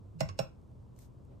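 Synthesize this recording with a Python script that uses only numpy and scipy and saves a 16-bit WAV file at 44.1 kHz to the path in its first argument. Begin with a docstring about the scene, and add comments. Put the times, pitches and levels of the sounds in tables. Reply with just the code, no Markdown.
"""Two sharp taps with a light one between, on a small plastic tube held close in a quiet bedroom.
Each tap is a short scratchy click that chirps downward, then the hollow knock of the tube,
a thin ring and a dull thump of what supports it. The hand bumps softly around the taps.
Later come faint ticks, like lips parting or light handling, and a slide of skin on the plastic,
over a low room rumble."""
import sys
import numpy as np
from scipy import signal
from scipy.fft import rfft, irfft, next_fast_len
from scipy.io import wavfile
from scipy.ndimage import uniform_filter1d

SR = 44100
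rng = np.random.default_rng(int(sys.argv[2]) if len(sys.argv) > 2 else 0)


def output_pcm(signal):
    """Save a mono or channel-first signal as 16-bit PCM at the path in sys.argv[1].

    Samples are clipped to [-1, 1] before scaling.
    """
    pcm = np.clip(np.atleast_2d(signal).T, -1, 1) * 32767
    wavfile.write(sys.argv[1], SR, np.round(pcm).astype(np.int16))


N = 61739


def amp(db):
    """Decibels to gain."""
    return 10 ** (np.asarray(db) / 20)


def unit(x):
    """Scale to rms 1."""
    return x / np.sqrt(np.mean(x ** 2) + 1e-20)


def along(points, hz):
    """Interpolate (freq_hz, value) points on a log axis."""
    freqs_hz, values = np.transpose(points)
    return np.interp(np.log(hz + 1), np.log(freqs_hz + 1), values)


def hump(hz, centre_hz, octaves):
    """Bell on the pitch axis, 1 at its centre."""
    return np.exp(-(np.log2((hz + 1) / centre_hz) / octaves) ** 2 / 2)


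def pan(db):
    """Stereo gains for a level difference, left minus right."""
    return amp([[db / 2], [-db / 2]])


def since(start_s):
    """Seconds since a moment, zero before it."""
    return np.maximum(np.arange(N) / SR - start_s, 0)


def burst(start_s, rise_s, hold_s, t60_s):
    """Envelope: rise, hold, exponential fall."""
    return (1 - np.exp(-since(start_s) / rise_s)) * amp(-60 * since(start_s + hold_s) / t60_s)


def swell(centre_s, width_s):
    """Gaussian envelope."""
    return np.exp(-((since(0) - centre_s) / width_s) ** 2 / 2)


def filtered(x, response):
    """Apply a frequency response."""
    size = next_fast_len(N + SR // 2)
    return irfft(rfft(x, size) * response(np.fft.rfftfreq(size, 1 / SR)), size)[..., :N]


def noise(spectrum, coherence):
    """Coloured stereo noise, rms 1; coherence is a number or a table over frequency."""
    def response(hz):
        alike = along(coherence, hz) if np.ndim(coherence) else np.full_like(hz, coherence)
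        angle = np.arccos(np.clip(alike, -1, 1)) / 2
        return amp(along(spectrum, hz)) * [np.cos(angle), np.sin(angle)]
    mid, side = filtered(rng.standard_normal((2, N)), response)
    return unit(np.array([mid + side, mid - side]))


def mode(start_s, pitch_hz, t60_s, rise_s, left_lag_s=0.00044):
    """Damped vibration; the tube is nearer the right microphone, so the left lags."""
    return np.array([np.sin(2 * np.pi * pitch_hz * since(at_s)) * burst(at_s, rise_s, 0, t60_s)
                     for at_s in (start_s + left_lag_s, start_s)])


# room rumble and hiss: freq_hz, density_db
RUMBLE_SPECTRUM = [(12, -48), (20, -25.5), (39, -5.5), (124, -1), (146, -11), (195, -10.5), (317, -16),
                   (545, -22.5), (783, -30), (990, -28), (1500, -42), (1950, -57), (3300, -120)]
HISS_SPECTRUM = [(800, -15), (1500, 0), (2700, 0), (5000, -3), (9000, -5), (10500, -14), (12500, -9),
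                 (13800, -12), (14800, -28)]
# left-right likeness of the rumble: freq_hz, coherence
RUMBLE_COHERENCE = [(50, 0.85), (130, 0.69), (300, 0.1), (1000, 0.073)]


def room_tone():
    """Steady low rumble of the room and a faint hiss."""
    rumble = amp(-52.5) * noise(RUMBLE_SPECTRUM, RUMBLE_COHERENCE)
    hiss = amp(-84) * noise(HISS_SPECTRUM, coherence=0.82)
    return rumble + hiss


# bedroom reverberation: freq_hz, t60_s
ROOM_DECAY = [(150, .2), (600, .19), (1200, .28), (2200, .27), (5000, .22), (14000, .19)]
# strength of the reverberation: freq_hz, gain_db
ROOM_GAIN = [(300, 4.5), (600, 7.5), (1100, 4), (2000, 2.5), (2800, -1.5), (5000, -7), (8500, -3),
             (12000, -3)]


def reverb(x, delay_s, build_s):
    """The bedroom's diffuse answer, different at each microphone."""
    hz, time_s, frames = signal.stft(rng.standard_normal((2, SR // 2)), SR, nperseg=256)
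    decay = amp(-60 * time_s / along(ROOM_DECAY, hz)[:, None])
    tail = signal.istft(frames * decay, SR, nperseg=256)[1]
    tail *= 1 - np.exp(-since(delay_s)[:tail.shape[1]] / build_s)
    answer = signal.fftconvolve(x[1:], tail / np.linalg.norm(tail[0]), axes=1)[:, :N]
    return filtered(answer, lambda hz: amp(along(ROOM_GAIN, hz)))


# hand bumps: start_s, level_db, pitch_hz, t60_s
HAND_BUMPS = [(0.147, -40, 162.7, 0.46), (0.246, -29, 73.9, 0.081), (.284, -34.5, 93.6, 0.3)]
# hand rub: freq_hz, density_db
RUB_SPECTRUM = [(100, -12), (400, 8), (700, -4), (1300, -25), (3000, -27.5), (8000, -48)]


def hand():
    """Soft low bumps around the taps and a dull rub as the tube is brought closer."""
    bumps = sum(amp(level_db) * mode(start_s, pitch_hz, t60_s, rise_s=0.0098, left_lag_s=0.001)
                for start_s, level_db, pitch_hz, t60_s in HAND_BUMPS)
    rub = amp(-57) * swell(1.327, width_s=0.021) * noise(RUB_SPECTRUM, coherence=0.17)
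    return pan(-5) * bumps + rub


# dry tick: freq_hz, density_db
TICK_SPECTRUM = [(300, -20), (1500, -8), (2200, 0), (4000, -5), (8500, 0), (10500, -8), (13000, -2),
                 (16000, -14)]


def tick(start_s, bright_hz):
    """Tiny dry tick, like lips parting or light handling, boosted around bright_hz."""
    hiss = noise(TICK_SPECTRUM, coherence=0.6)
    boosted = filtered(hiss, lambda hz: amp(9 * hump(hz, bright_hz, octaves=0.4)))
    return unit(boosted) * burst(start_s, rise_s=0.0003, hold_s=0.0015, t60_s=0.012)


# faint ticks: start_s, level_db, bright_hz
FAINT_TICKS = [(.6146, -81, 6000), (.7133, -81, 3600), (.9628, -70, 5800), (.9890, -56, 10000),
               (1.2501, -77, 10000)]
# sliding skin: freq_hz, density_db
SLIDE_SPECTRUM = [(500, -6), (3000, -6), (6000, 0), (9000, -1), (10500, -14), (11800, -2), (13400, 0),
                  (15000, -32)]


def ticks_and_slide():
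    """Faint ticks, and one short, grainy slide of skin on the tube."""
    ticks = sum(amp(level_db) * tick(start_s, bright_hz) for start_s, level_db, bright_hz in FAINT_TICKS)
    grain_db = 1.5 * unit(uniform_filter1d(rng.standard_normal(N), size=128))
    friction = unit(amp(grain_db)) * noise(SLIDE_SPECTRUM, coherence=0.11)
    slide = amp(-67) * swell(1.018, width_s=0.031) * friction
    return ticks + slide + amp(-18.5) * reverb(ticks, delay_s=0.0026, build_s=0.0016)


# low modes of the support: pitch_hz, level_db, t60_s
SUPPORT_MODES = [(133.8, -0.5, 0.087), (173.8, -1.5, 0.053)]


def thump(start_s):
    """The support gives way just after the tap, with a dull low note."""
    return pan(-9) * sum((-1) ** k * amp(level_db) * mode(start_s + 0.0065, pitch_hz, t60_s, rise_s=0.002)
                         for k, (pitch_hz, level_db, t60_s) in enumerate(SUPPORT_MODES))


def shelf_db(hz, treble_db, corner_hz=9000):
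    """Treble shelf that dulls the top of a tap."""
    return treble_db * hz ** 4 / (hz ** 4 + corner_hz ** 4)


# high modes of the tube: pitch_hz, level_db, t60_s, pan_db
RING_MODES = [(2440, -4, .045, -4), (2790, 5, .033, -5), (3380, 1, .025, -5), (4920, 13, .014, -7),
              (5453, -1.5, .15, -6), (5505, 0, .06, -5), (7030, 4, .035, -1), (8420, -3, .08, 1),
              (12020, -8, .025, 0), (14540, -12.5, .15, 0)]


def ring(start_s, treble_db):
    """Thin high modes outlast the click, slightly different at each tap."""
    out = np.zeros((2, N))
    for pitch_hz, level_db, t60_s, pan_db in RING_MODES:
        gain = amp(level_db + shelf_db(pitch_hz, treble_db) + rng.normal(0, 1)) * pan(pan_db)
        detuned_hz = pitch_hz * (1 + rng.normal(0, 0.0024))
        lag_s = rng.normal(0, 0.22) / pitch_hz
        out += gain * mode(start_s, detuned_hz, t60_s, rise_s=0.001, left_lag_s=lag_s)
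    return out


# hollow modes of the tube: pitch_hz, level_db, t60_s, pan_db
HOLLOW_MODES = [(268, -22, .12, -3), (395, -21, .06, -4), (540, -3.5, .09, -7), (642, -1.5, .07, -7),
                (688, -10, .055, -10), (802, -7, .07, -11), (933, -14.5, .085, -3), (1070, -18, .12, -4),
                (1115, -15, .08, -4), (1410, -15, .05, -6), (1745, -22, .05, -4)]


def knock(start_s, spot_hz, spot_db):
    """Hollow body: the spot struck favours modes near spot_hz; neighbours swing oppositely."""
    out = np.zeros((2, N))
    for k, (pitch_hz, level_db, t60_s, pan_db) in enumerate(HOLLOW_MODES):
        gain = amp(level_db + spot_db * hump(pitch_hz, spot_hz, octaves=0.2)) * pan(pan_db)
        out += (-1) ** k * gain * mode(start_s + 0.001, pitch_hz, t60_s, rise_s=0.001)
    return out


def dispersion(hz):
    """Bending waves in the shell carry treble fastest, so a click chirps downward."""
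    travel_1khz_s = 0.006
    slowness = np.sqrt(1000 / np.maximum(hz, 1500))
    delay_s = travel_1khz_s * np.maximum(slowness - np.sqrt(1000 / 6000), 0)
    return np.exp(-2j * np.pi * np.cumsum(delay_s) * hz[1])


# fingertip contact: freq_hz, density_db
CLICK_SPECTRUM = [(200, 5), (450, 6.5), (750, -1.5), (1400, 4.5), (1750, 0), (2200, 2), (3100, -10),
                  (3700, -1), (6000, -8), (8600, 1.5), (10500, -34.5), (13000, -8), (15500, -41.5)]
# stereo balance of the click: freq_hz, pan_db
CLICK_BALANCE = [(1000, -3), (4500, -6), (8000, 0), (14000, 0)]
# broad shell resonances: centre_hz, width_hz, boost_db
SHELL_RESONANCES = [(1087, 71, 5.5), (2714, 165, 17.5), (4220, 220, 7.5), (5280, 325, 11.5),
                    (6530, 314, 9.5), (11960, 354, 14)]


def click(start_s, treble_db):
    """The click swells in softly, strikes and lands again, coloured by the shell."""
    def colour(hz):
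        shell_db = sum(boost_db * np.exp(-((hz - centre_hz) / width_hz) ** 2 / 2)
                       for centre_hz, width_hz, boost_db in SHELL_RESONANCES)
        balance_db = np.outer([0.5, -0.5], along(CLICK_BALANCE, hz))
        return amp(shell_db + shelf_db(hz, treble_db) + balance_db)
    soft_onset = amp(-24.5) * swell(start_s - 0.0015, width_s=0.0069)
    strike, settle = (burst(at_s, rise_s=0.001, hold_s=0.0022, t60_s=0.02)
                      for at_s in (start_s, start_s + 0.0071))
    scratch = unit(filtered(noise(CLICK_SPECTRUM, coherence=0.36), colour))
    return filtered(scratch * (soft_onset + strike + amp(-11) * settle), dispersion)


# taps on the tube: start_s, click_db, knock_db, thump_db, ring_db, treble_db, spot_hz, spot_db
TUBE_TAPS = [(0.205, -30.5, -27.5, -25.5, -45.5, -2, 680, 6),
             (0.2876, -43.5, -61.5, -64.5, -54, -19.5, 1120, 34.5),
             (0.3891, -32.5, -25.5, -32, -41, -5.5, 589, 3)]


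def taps():
    """Click, ring, knock and thump of each tap, with the room's answer."""
    out = np.zeros((2, N))
    for start_s, click_db, knock_db, thump_db, ring_db, treble_db, spot_hz, spot_db in TUBE_TAPS:
        bright = amp(click_db) * click(start_s, treble_db) + amp(ring_db) * ring(start_s, treble_db)
        hollow = amp(knock_db) * knock(start_s, spot_hz, spot_db)
        low = amp(thump_db) * thump(start_s)
        send = amp(-8) * bright + amp(-20) * hollow + amp(-5.5) * low
        out += bright + hollow + low + reverb(send, delay_s=0.0016, build_s=0.00185)
    return out


def scene():
    """Everything that reaches the two microphones."""
    return taps() + ticks_and_slide() + hand() + room_tone()


def record(dry):
    """Brick-wall low-pass."""
    return filtered(dry, lambda hz: hz < 15600)


dry = scene()
out = record(dry)
output_pcm(out)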